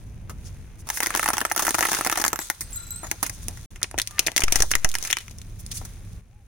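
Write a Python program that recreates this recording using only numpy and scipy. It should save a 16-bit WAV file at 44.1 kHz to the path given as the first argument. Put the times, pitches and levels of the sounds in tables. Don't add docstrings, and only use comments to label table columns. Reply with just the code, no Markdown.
import sys
import numpy as np
from scipy import signal
from scipy.fft import rfft, irfft
from scipy.io import wavfile
from scipy.ndimage import uniform_filter1d

SR = 44100
rng = np.random.default_rng(int(sys.argv[2]) if len(sys.argv) > 2 else 0)


def bounce(signal):
    frames = np.transpose(np.atleast_2d(signal))
    limited = np.clip(frames, -1, 1)
    pcm = np.round(limited * 32767).astype(np.int16)
    wavfile.write(sys.argv[1], SR, pcm)


N = 285315
TIME = np.arange(N) / SR

BANGLE_CRACKS = [(0.8707, -41, -45, -40, 1090, 7.3), (0.8887, -47, -33.5, -30, 1200, 2.6),
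                 (0.9013, -39.5, -24, -22, 1530, 1.3), (0.9723, -41, -28, -26, 1880, 3),
                 (1.0036, -28.5, -22.5, -23, 1150, 2.3), (1.0264, -40, -26.5, -32, 1420, 0.43),
                 (1.031, -33, -21.5, -21, 1820, 5.3), (1.061, -71, -24, -26, 1730, 1.1),
                 (1.0693, -28.5, -25, -24, 1950, 1.6), (1.1049, -37, -24.5, -30, 1280, 1.1),
                 (1.1402, -31.5, -26, -39, 1840, 4.2), (1.1504, -25.5, -18.5, -22, 1660, 0.27),
                 (1.1604, -75, -25.5, -24, 1670, 1.7), (1.1723, -36, -27, -25, 1430, 3.2),
                 (1.1949, -30, -19.5, -26.5, 1190, 0.84), (1.2292, -31.5, -20.5, -25, 1500, 3.3),
                 (1.2424, -32, -31, -25, 1700, 0.46), (1.2593, -37, -18, -25, 1250, 2.4),
                 (1.2781, -37, -21, -27, 1480, 4.2), (1.2873, -27, -17.5, -20, 1320, 1.2),
                 (1.303, -29, -21, -25.5, 1110, 1.2), (1.333, -27, -23, -22.5, 1310, 7.2),
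                 (1.369, -33.5, -25.5, -29, 1430, 1.5), (1.3811, -34, -21, -23, 1370, 0.61),
                 (1.4054, -40, -36, -27, 1200, 0.39), (1.414, -24.5, -20.5, -28, 1430, 1.4),
                 (1.451, -28, -18.5, -25, 1180, 2.3), (1.5141, -42, -18, -32, 1240, 1.7),
                 (1.52, -37, -38, -24.5, 1400, 0.35), (1.5626, -39, -24.5, -21.5, 1150, 1.7),
                 (1.572, -34, -32, -32.5, 1420, 0.71), (1.5767, -31.5, -26.5, -22, 1420, 3.4),
                 (1.593, -30.5, -18.5, -20, 1320, 11), (1.6225, -25.5, -26.5, -21, 1420, 10),
                 (1.65, -36, -26, -22.5, 1440, 8.3), (1.6672, -32.5, -20.5, -21.5, 1900, 6.8),
                 (1.6802, -43.5, -17.5, -24, 970, 0.55), (1.6906, -34, -26, -22, 1110, 3.5),
                 (1.707, -28.5, -29.5, -23.5, 1340, 1.9), (1.7442, -26, -22, -23, 1150, 2.2),
                 (1.7498, -36, -22, -23, 1340, 2.4), (1.784, -26.5, -21.5, -25, 1020, 1.3),
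                 (1.7906, -33, -23, -23.5, 1540, 1.2), (1.8083, -22.5, -22, -20.5, 1240, 0.53),
                 (1.8258, -39, -15.5, -22.5, 1330, 6.4), (1.8517, -30, -18, -24, 1290, 3.2),
                 (1.8864, -29.5, -24.5, -29, 1440, 1.9), (1.9163, -25, -23.5, -22, 1470, 4.5),
                 (1.9313, -27, -25, -24, 1450, 0.92), (1.9405, -31, -26, -29, 1310, 2.7),
                 (1.9687, -38, -25.5, -34, 1660, 1.8), (1.9872, -25.5, -31, -28, 1570, 3.9),
                 (2.01, -28, -22, -25.5, 1160, 0.73), (2.048, -49.5, -26, -24, 1300, 2.6),
                 (2.0644, -18, -31, -22.5, 1930, 0.62), (2.0717, -59, -24, -23.5, 1890, 0.93),
                 (2.098, -30, -21, -24.5, 1440, 1.3), (2.1165, -47, -30, -29, 1370, 1.2),
                 (2.1252, -30, -20.5, -23.5, 1220, 3.9), (2.1588, -39, -28, -44, 1520, 0.82),
                 (2.1736, -31, -21.5, -21.5, 960, 6), (2.1993, -28, -29, -24.5, 1360, 3.9),
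                 (2.22, -37, -28.5, -28, 1430, 0.72), (2.2402, -40, -17.5, -22, 1470, 0.33),
                 (2.2496, -32.5, -19.5, -21, 1300, 1.7), (2.263, -29, -23, -23, 1330, 2.5),
                 (2.28, -33.5, -29, -19.5, 1580, 1.2), (2.303, -57, -42, -44, 1450, 0.98),
                 (2.318, -61, -48, -49, 1530, 0.9), (2.3305, -22.5, -22.5, -22, 1290, 1.3),
                 (2.3588, -52, -28.5, -28, 1610, 0.66), (2.3905, -30, -28, -29, 1740, 0.49),
                 (2.4139, -42, -36, -50, 2060, 6.1), (2.5006, -36, -20.5, -19.5, 1800, 0.16),
                 (2.6086, -43, -35.5, -25.5, 1840, 7.3)]
TRAIN_CRACKS = [(3.759, -51, -42.5, -45, 2000, 3.7), (3.8161, -45, -46, -45, 1430, 0.98),
                (3.8204, -47, -37, -56, 1430, 0.71), (3.8301, -37, -25, -19, 2950, 0.36),
                (3.8414, -35.5, -29.5, -50.5, 1980, 1.5), (3.9127, -43.5, -46.5, -38.5, 1640, 0.71),
                (3.9427, -29.5, -37.5, -55.5, 890, 0.97), (3.979, -26.5, -27, -28.5, 2610, 1.4),
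                (3.986, -61, -21.5, -22, 2280, 1.8), (3.9987, -41, -21.5, -24, 3000, 0.29),
                (4.017, -60.5, -28.5, -24, 3070, 0.37), (4.0653, -62, -53, -48.5, 2610, 0.4),
                (4.074, -50, -40.5, -28, 2420, 0.31), (4.1091, -54, -47, -41, 1400, 5.1),
                (4.183, -44, -29, -54.5, 1950, 0.94), (4.1928, -26, -19, -12, 2310, 1.6),
                (4.2646, -28.5, -25, -21.5, 3200, 6.4), (4.2707, -27.5, -23.5, -20, 2400, 1.9),
                (4.2824, -25, -23, -54, 1860, 0.52), (4.3178, -38.5, -40, -36, 2740, 0.32),
                (4.3634, -26.5, -21.5, -17, 2670, 0.45), (4.368, -33, -34.5, -20, 2450, 1.7),
                (4.378, -40, -19.5, -17, 2470, 1.7), (4.3938, -28.5, -57.5, -30.5, 2030, 0.33),
                (4.405, -56, -33, -24, 1700, 2.7), (4.4196, -28, -23, -29, 2060, 1.6),
                (4.4365, -24, -24, -18.5, 2320, 2.4), (4.481, -31, -22.5, -31.5, 1970, 2.7),
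                (4.5224, -23.5, -21.5, -14.5, 2430, 2.8), (4.5574, -24.5, -24.5, -15, 1980, 3.4),
                (4.6045, -23.5, -26, -23, 1970, 1.9), (4.6221, -47, -25, -14.5, 1580, 1.5),
                (4.6327, -25.5, -59, -38.5, 1370, 0.85), (4.707, -41, -39, -28, 2620, 14),
                (4.7144, -32.5, -22, -18.5, 1730, 2.5), (4.7371, -34.5, -19.5, -42, 2220, 0.24),
                (4.7529, -26.5, -17.5, -16.5, 1960, 1), (4.846, -20.5, -18, -17, 2000, 1.2),
                (4.8905, -65.5, -59, -29.5, 3090, 0.21), (4.8976, -58, -47, -39, 2350, 2.4),
                (4.9159, -62, -47, -31.5, 2900, 0.33), (4.941, -53.5, -32.5, -31, 2090, 2),
                (4.9526, -43.5, -21.5, -20.5, 1620, 0.32), (5.0266, -38.5, -48, -29.5, 1890, 1.1),
                (5.0382, -79.5, -55.5, -32.5, 2860, 3.1), (5.0496, -43, -33, -29, 1970, 6.5),
                (5.078, -64, -38, -40, 1750, 1.4), (5.102, -36.5, -24.5, -27, 2380, 4.4),
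                (5.111, -40.5, -51.5, -24.5, 2220, 0.78), (5.1214, -59, -37, -45, 1860, 0.34),
                (5.1283, -47.5, -16.5, -18.5, 2430, 0.91), (5.169, -68, -24, -29.5, 2330, 1.1),
                (5.1855, -63.5, -35.5, -33, 2730, 0.7), (5.2038, -49, -41, -39.5, 2600, 14),
                (5.2812, -58, -41.5, -46, 1930, 0.68), (5.3102, -49, -50, -43.5, 2740, 3.2),
                (5.385, -66, -73, -43.5, 2680, 1.1), (5.4162, -58, -48.5, -42.5, 2800, 1.8),
                (5.6637, -61, -60, -37.5, 2160, 0.84), (5.7147, -48, -39, -30.5, 3460, 5.2),
                (5.7707, -57, -57, -31.5, 3580, 11)]
# (time [s], crunch level [dB], splinter level [dB])
CRUSH = [
    [(0.0, -59, -55.5), (0.3, -58.5, -60.5), (0.45, -56, -51.5), (0.84, -57.5, -59.5), (0.92, -43, -34.5),
     (0.99, -43, -41), (1.06, -45.5, -31.5), (1.13, -34, -37), (1.21, -40, -27), (1.31, -39.5, -39),
     (1.6, -47.5, -47), (1.76, -43, -30.5), (1.97, -33.5, -24), (2.11, -38.5, -40), (2.2, -36.5, -33),
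     (2.3, -46.5, -78), (2.42, -46.5, -30.5), (2.53, -56, -45), (2.73, -50, -44), (2.91, -52, -44.5),
     (3.52, -52.5, -44), (3.65, -53.5, -45)],
    [(3.71, -58, -50), (3.85, -57, -59), (4.05, -58.5, -51.5), (4.22, -43.5, -43), (4.42, -59, -57),
     (4.56, -30, -29), (4.69, -58, -39), (4.82, -52, -46.5), (5.0, -46, -39), (5.07, -39.5, -32),
     (5.13, -50.5, -51.5), (5.25, -55.5, -47.5), (5.35, -57.5, -51.5), (5.6, -57.5, -51.5),
     (5.8, -52.5, -43), (6.03, -56.5, -52), (6.16, -57.5, -52), (6.2, -58, -56)],
    [(6.215, -67, -66), (6.323, -66.5, -65), (6.47, -67, -64)],
]


def from_db(db):
    return 10 ** (np.asarray(db) / 20)


def rms_one(x):
    return x / np.sqrt(np.mean(x ** 2) + 1e-20)


def level(rows, column=1):
    rows = np.array(rows)
    return from_db(np.interp(TIME, rows[:, 0], rows[:, column]))


def add(out, s, sound):
    at = max(round(s * SR), 0)
    out[..., at:at + sound.shape[-1]] += sound[..., :N - at]


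def cut(x, hz, kind, order=2):
    return signal.lfilter(*signal.butter(order, min(hz, SR * .45), kind, fs=SR), x)


def resonate(x, hz, width_hz):
    r = np.exp(-np.pi * width_hz / SR)
    feed = np.array([1, 0, -1]) * (1 - r * r) / 2
    feedback = [1, -2 * r * np.cos(2 * np.pi * hz / SR), r * r]
    return signal.lfilter(feed, feedback, x)


def colour(x, points, size=4096):
    hz, db = np.transpose(points)
    grid = np.maximum(np.arange(size // 2 + 1) * SR / size, 1)
    cepstrum = irfft(np.log(from_db(np.interp(np.log(grid), np.log(hz), db))))
    cepstrum[1:size // 2] *= 2
    cepstrum[size // 2 + 1:] = 0
    response = irfft(np.exp(rfft(cepstrum)))
    return signal.oaconvolve(np.atleast_2d(x), response[None], axes=1)[:, :N]


def spread(three, apart):
    return three[0] + apart * three[1:]


def drift(rate):
    knots = np.arange(0, N / SR + 1, 1 / rate)
    return np.interp(TIME, knots, rng.standard_normal(len(knots)))


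def grains(per_s, size_db, hiss):
    born = rng.random(N) < per_s / SR
    sizes = from_db(size_db * np.minimum(rng.exponential(1, N), 4))
    fractures = rms_one(born * sizes * rng.standard_normal((3, N)))
    return fractures + hiss * rng.standard_normal((3, N))


def cracks(table, shell, shell_db, top_hz, piece_width, tear_db, knock_hz, knock_ms, apart, treble_apart,
           gains_db, size=2048):
    out, t = np.zeros((2, N)), np.arange(size) / SR
    five_ms = np.sqrt(.005 * SR / size)
    for s, knock_db, body_db, snap_db, hz, ms in table:
        run = t / (max(ms, .2) / 1000)
        fade = np.exp(-run ** 0.84) + 0.049 * np.exp(-t / 0.0076)
        uneven = from_db(tear_db + 3.45 * rng.standard_normal(size))
        tears = rng.standard_normal((3, size)) * uneven * fade
        tears[0, 8] += rng.choice([-1, 1])
        force, sharp = spread(tears, apart), spread(tears, treble_apart)

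        pitches = hz * np.array([.58, 1, 1.4, 2.1]) * from_db(rng.normal(0, .6, 4))
        strengths = (0.5, -1.057, 0.6, -0.23)
        piece = sum(g * resonate(force, f, piece_width * f) for f, g in zip(pitches, strengths))
        shared = sum(resonate(force, f, w) * from_db(db) * rng.normal(1, 0.47) for f, w, db in shell)
        body = rms_one(rms_one(piece) + from_db(shell_db) * rms_one(shared))

        push = force + 0.081 * rng.standard_normal(size) * np.exp(-t / (knock_ms / 1000))
        knock = cut(cut(push, knock_hz, "low", order=3), 250, "high", order=1)
        snap = cut(cut(sharp, 4300, "high"), top_hz, "low", order=1)
        levels_db = np.array([knock_db, body_db, snap_db]) + gains_db
        sound = five_ms * sum(from_db(db) * rms_one(part) for part, db in zip((knock, body, snap), levels_db))

        pan_db, lag_s = rng.normal(0, 1.0), rng.normal(0, .00004)
        add(out[0], s + lag_s, sound[0] * from_db(pan_db))
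        add(out[1], s, sound[1] * from_db(-pan_db))
    return out


def crumbs(span_s, pitch_hz, knock_db, body_db, snap_db, count):
    rows = np.vstack(CRUSH)
    s = rng.uniform(*span_s, count)
    hz = pitch_hz * rng.uniform(.7, 1.4, count)
    db = np.interp(s, rows[:, 0], rows[:, 1]) + rng.normal(0, 3, count)
    snaps_db = db + snap_db + rng.normal(0, 3.2, count)
    ms = rng.uniform(0.23, 1.6, count)
    return np.column_stack([s, db + knock_db, db + body_db, snaps_db, hz, ms])


def shard_rings(ring_db, t60, count=3, size=4096):
    out, t = np.zeros((2, N)), np.arange(size) / SR
    for s, _, _, snap_db, _, _ in BANGLE_CRACKS:
        hz = rng.uniform(7300, 15500, (count, 1))
        chimes = np.sin(2 * np.pi * hz * t) * from_db(-60 * t / t60)
        add(out, s, from_db(snap_db + ring_db) * rng.standard_normal((2, count)) @ chimes)
    return out


def hoops(tick_db, wobble_db, size=32768):
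    # (time [s], level [dB], size name)
    touches = [(2.400, -37, "medium"), (2.413, -48, "large"), (2.610, -46, "tiny"),
               (2.614, -42.5, "narrow"), (2.705, -51, "tiny"), (2.729, -40, "medium"),
               (2.745, -46.5, "large"), (2.759, -32, "medium"), (2.823, -46, "medium"),
               (2.826, -59, "small"), (2.845, -78, "wide"), (2.867, -44, "medium"),
               (2.906, -31.5, "medium"), (2.960, -37.5, "narrow"), (3.032, -46.5, "large")]
    # (relative level [dB], time to fade by 60 dB [s])
    hoop_modes = [(-23, 0.98), (-14.5, 0.74), (3, 0.22), (2, 0.11)]
    size_hz = {"wide": 6010, "large": 6842, "medium": 7666, "narrow": 8218, "small": 8750, "tiny": 9430}
    multiples = [.182, .522, 1, 1.613]
    out, t = np.zeros((2, N)), np.arange(size) / SR
    db, t60 = np.transpose(hoop_modes)[:, :, None]
    for s, touch_db, hoop in touches:
        hz = size_hz[hoop] * np.array(multiples)[:, None] * rng.normal(1, .0015, db.shape)
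        rocking = np.sin(2 * np.pi * (rng.uniform(28, 41.0, db.shape) * t + rng.random(db.shape)))
        turn = 2 * np.pi * (hz * t + rng.random((2, len(hoop_modes), 1)) / 2)
        fade_db = db - 60 * t / t60 + wobble_db * rocking + rng.normal(0, 2.2, db.shape)
        ring = (np.sin(turn) * from_db(fade_db)).sum(axis=1)
        onset = 1 - np.exp(-t / 0.00033)
        tick = from_db(tick_db) * cut(rng.standard_normal((2, size)), 5000, "high") * np.exp(-t / .002)
        add(out, s, from_db(touch_db) * (ring * onset + tick))
    return out


def thumps(step_db, settle_s, edge_hz):
    # (start [s], end [s])
    caving = (4.43, 4.95)
    steps = np.zeros((2, N))
    for s, knock_db, *_ in TRAIN_CRACKS:
        if caving[0] < s < caving[1]:
            add(steps, s, from_db(knock_db + step_db) * rng.choice([-1, 1]) * rng.uniform(0, 3, (2, 1)))
    kept = np.exp(-1 / (settle_s * SR))
    settling = signal.lfilter([1], [1, -kept], steps + 1e-18)
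    return cut(settling, edge_hz, "low", order=1)


def squeaks():
    # (time [s], length [s], pitch [Hz], level [dB])
    squeak_rows = [(4.083, 0.16, 1200, -48), (4.134, 0.088, 1800, -48), (4.27, 0.13, 2000, -54),
                   (5.147, 0.052, 2310, -42.5), (5.15, 0.065, 3010, -45)]
    out = np.zeros(N)
    for s, length, hz, db in squeak_rows:
        swell = np.sin(np.pi * np.clip((TIME - s) / length, 0, 1))
        unsteady_hz = hz * (1 + 0.0032 * drift(170))
        out += from_db(db) * swell * np.sin(2 * np.pi * np.cumsum(unsteady_hz) / SR)
    return out


def scrapes(width):
    # (time [s], length [s], centre [Hz], level [dB])
    strokes = [(0.442, 0.056, 5430, -52.5), (0.778, 0.049, 8250, -56), (0.92, 0.091, 10100, -37.5),
               (3.318, 0.049, 7500, -51), (3.414, 0.039, 7900, -50), (3.24, .035, 2600, -41.5),
               (5.048, 0.027, 5000, -55), (5.165, 0.071, 2640, -53), (5.587, 0.033, 10600, -48),
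               (5.708, 0.025, 4100, -39.5), (5.734, 0.057, 8200, -40.5)]
    out = np.zeros((2, N))
    rasp = spread(grains(2500, 2.1, hiss=0.95), apart=1.1)
    for s, length, hz, db in strokes:
        at, count = round(s * SR), round(length * SR)
        stroke = resonate(rasp[:, at:at + count], hz, width * hz) * np.sqrt(np.hanning(count))
        add(out, s, from_db(db) * rms_one(stroke))
    return out


def crushing(crunch_db, splinter_db):
    # (frequency [Hz], level [dB per Hz])
    crunch_spectrum = [(150, -15.5), (330, -2.5), (800, -1), (1500, -1), (2500, -0.5), (4000, -14),
                       (8000, -25.5)]
    # (frequency [Hz], level [dB per Hz])
    splinter_spectrum = [(1500, -41.5), (3500, 3.5), (6000, -1.5), (10000, 0), (16000, -5.5)]
    rows = np.vstack(CRUSH)
    crunch = rms_one(colour(spread(grains(1700, 2.7, hiss=0.89), apart=1.0), crunch_spectrum))
    splinters = rms_one(colour(spread(grains(1800, 3.5, hiss=0.91), apart=5.5), splinter_spectrum))
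    crunch = from_db(crunch_db) * level(rows, column=1) * crunch
    return crunch + from_db(splinter_db) * level(rows, column=2) * splinters


def echoes(x, wet_db, t60, low_hz, top_hz, size=16384):
    t = np.arange(size) / SR
    tail = rng.standard_normal((2, size)) * from_db(-60 * t / t60) * (1 - np.exp(-t / 0.00053))
    tail = tail / np.sqrt(np.sum(tail ** 2) / 2)
    tail = cut(cut(tail, low_hz, "high"), top_hz, "low", order=1)
    return from_db(wet_db) * signal.oaconvolve(x, tail, axes=1)[:, :N]


def engine(rumble_db, hum_hz, upper_hz, upper_db):
    # (time [s], level [dB])
    rumble_level = [(0, -37), (0.25, -36.5), (0.5, -36.5), (0.7, -39.5), (0.86, -38), (0.95, -48),
                    (1.3, -45), (1.53, -49), (1.7, -45), (2.3, -45), (2.56, -52), (2.63, -40), (2.9, -40),
                    (3.1, -39.5), (3.15, -46), (3.3, -40), (3.5, -35), (3.64, -39), (3.75, -39),
                    (3.88, -46), (3.96, -38), (4.06, -50), (4.14, -42), (4.25, -47), (4.36, -48),
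                    (4.45, -41), (4.6, -37), (4.75, -40), (4.86, -48), (5.05, -45), (5.18, -51), (5.3, -40),
                    (5.6, -38), (5.8, -37), (6.0, -38.5), (6.19, -38), (6.23, -48), (6.47, -48)]
    # (frequency [Hz], level [dB per Hz])
    rumble_spectrum = [(15, -32), (25, -0.5), (32, -3.5), (102, -9.5), (130, -15), (238, -23), (303, -31.5),
                       (339, -28), (399, -34.5), (461, -34), (1200, -51.5), (1560, -85.5), (2640, -120)]
    # (time [s], level [dB])
    hum_level = [(0, -50), (0.85, -65), (1.0, -82), (2.5, -86), (2.8, -54), (3.6, -47.5), (4.9, -57.5),
                 (5.5, -45), (6.18, -42), (6.23, -54.5), (6.47, -70)]
    rumble = rms_one(colour(spread(rng.standard_normal((3, N)), apart=0.38), rumble_spectrum))
    turn = 2 * np.pi * np.cumsum(1 + 0.03575 * drift(9.3)) / SR
    hum = np.sqrt(2) * (np.sin(hum_hz * turn) + from_db(upper_db) * np.sin(upper_hz * turn))
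    return from_db(rumble_db) * level(rumble_level) * rumble + level(hum_level) * hum


def whistle():
    # (time [s], pitch [Hz], level [dB])
    glide = [(6.26, 630, -89.5), (6.3, 690, -68), (6.34, 822, -64), (6.38, 855, -66), (6.42, 780, -64),
             (6.46, 737, -97)]
    s, hz, _ = np.transpose(glide)
    tone = np.sin(2 * np.pi * np.cumsum(np.interp(TIME, s, hz)) / SR)
    return level(glide, column=2) * (TIME > s[0]) * tone


def scene():
    # (time [s], knock level [dB], body level [dB], snap level [dB],
    # pitch of the piece [Hz], time the break takes [ms])
    grit_pops = [(0.2956, -37.5, -37, -39.5, 1040, 10), (3.031, -34, -36.5, -54, 1120, 8.2),
                 (3.0426, -37, -35.5, -42, 1050, 8), (3.0682, -43, -42, -39, 1570, 3.4),
                 (3.1137, -32.5, -23, -21, 1550, 1.04), (3.2279, -26, -20.5, -19.5, 1270, 5.4),
                 (3.2637, -48, -33, -27.5, 1980, 5.7), (3.296, -42, -36, -28.5, 1760, 2.4),
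                 (3.4834, -34.5, -40, -27.5, 2130, 0.44), (3.5722, -50, -44, -44.5, 1650, 5.4),
                 (5.8137, -38, -45, -52, 1110, 2), (5.8507, -48, -44.5, -36.5, 1450, 5.5)]
    # (frequency [Hz], width [Hz], relative level [dB])
    tyre_wedge = [(339, 33, -7), (560, 60, -9), (845, 39, -1), (1040, 69, -2), (1390, 120, 0),
                  (1770, 93, -2)]
    # (frequency [Hz], width [Hz], relative level [dB])
    train_shell = [(373, 27, -7.5), (563, 27, -1), (1050, 330, -2.5), (1880, 420, -14), (2950, 500, -2)]
    bangle_crumbs = crumbs((1.0, 2.3), pitch_hz=1430, knock_db=-6, body_db=2, snap_db=4.5, count=42)
    train_crumbs = crumbs((4.55, 5.15), pitch_hz=2000, knock_db=-4.5, body_db=1, snap_db=5.5, count=12)
    bangles = cracks(np.vstack([BANGLE_CRACKS, bangle_crumbs]), tyre_wedge, shell_db=-4.5, top_hz=19200,
                     piece_width=0.34, tear_db=-15, knock_hz=880, knock_ms=9,
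                     apart=0.61, treble_apart=1.77, gains_db=(-.5, .5, 0))
    grit = cracks(grit_pops, tyre_wedge, shell_db=-6, top_hz=15200,
                  piece_width=0.44, tear_db=-10.5, knock_hz=820, knock_ms=30,
                  apart=1.0, treble_apart=2.9, gains_db=(-.5, .5, 0))
    train = cracks(np.vstack([TRAIN_CRACKS, train_crumbs]), train_shell, shell_db=-9, top_hz=6960,
                   piece_width=0.47, tear_db=-8.5, knock_hz=920, knock_ms=11.0,
                   apart=0.61, treble_apart=1.54, gains_db=(-.5, .3, 0))
    ringing = shard_rings(ring_db=-15.0, t60=0.11) + hoops(tick_db=1, wobble_db=5.5)
    hits = bangles + grit + train + ringing + scrapes(width=0.79)
    wheel_arch = echoes(hits, wet_db=-7.0, t60=0.035, low_hz=245, top_hz=11780)
    street = echoes(hits, wet_db=-19.5, t60=0.27, low_hz=298, top_hz=11000)
    low_thumps = thumps(step_db=2, settle_s=.07, edge_hz=180)
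    ground = crushing(crunch_db=-3.0, splinter_db=-7)
    car = engine(rumble_db=1.0, hum_hz=104.2, upper_hz=174.7, upper_db=-9.5)
    return hits + wheel_arch + street + ground + squeaks() + low_thumps + car + whistle()


def record(dry):
    # (frequency [Hz], level [dB])
    left_port = [(100, -2), (400, -2), (1500, 1), (3000, 0), (4500, 1), (5500, 5.5), (6300, 12),
                 (7200, 2.5), (8200, -1.5), (10000, -7), (15000, -2.5)]
    # (frequency [Hz], level [dB])
    right_port = [(100, -2), (400, -3.23), (1500, -0.96), (3000, -0.5), (4500, -3), (6300, 0), (8000, 0.5),
                  (9500, 9), (12000, 0.5), (15000, 2.5)]
    # (start [s], end [s])
    silence = (3.659, 3.706)
    heard = np.vstack([colour(dry[0], left_port), colour(dry[1], right_port)])
    sounding = (TIME < silence[0]) | (TIME > silence[1])
    running = uniform_filter1d(1.0 * sounding, size=128)
    rounded = np.tanh(heard * running)
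    return signal.sosfilt(signal.cheby2(18, 60, 16900, fs=SR, output="sos"), rounded)


dry = scene()
out = record(dry)
bounce(out)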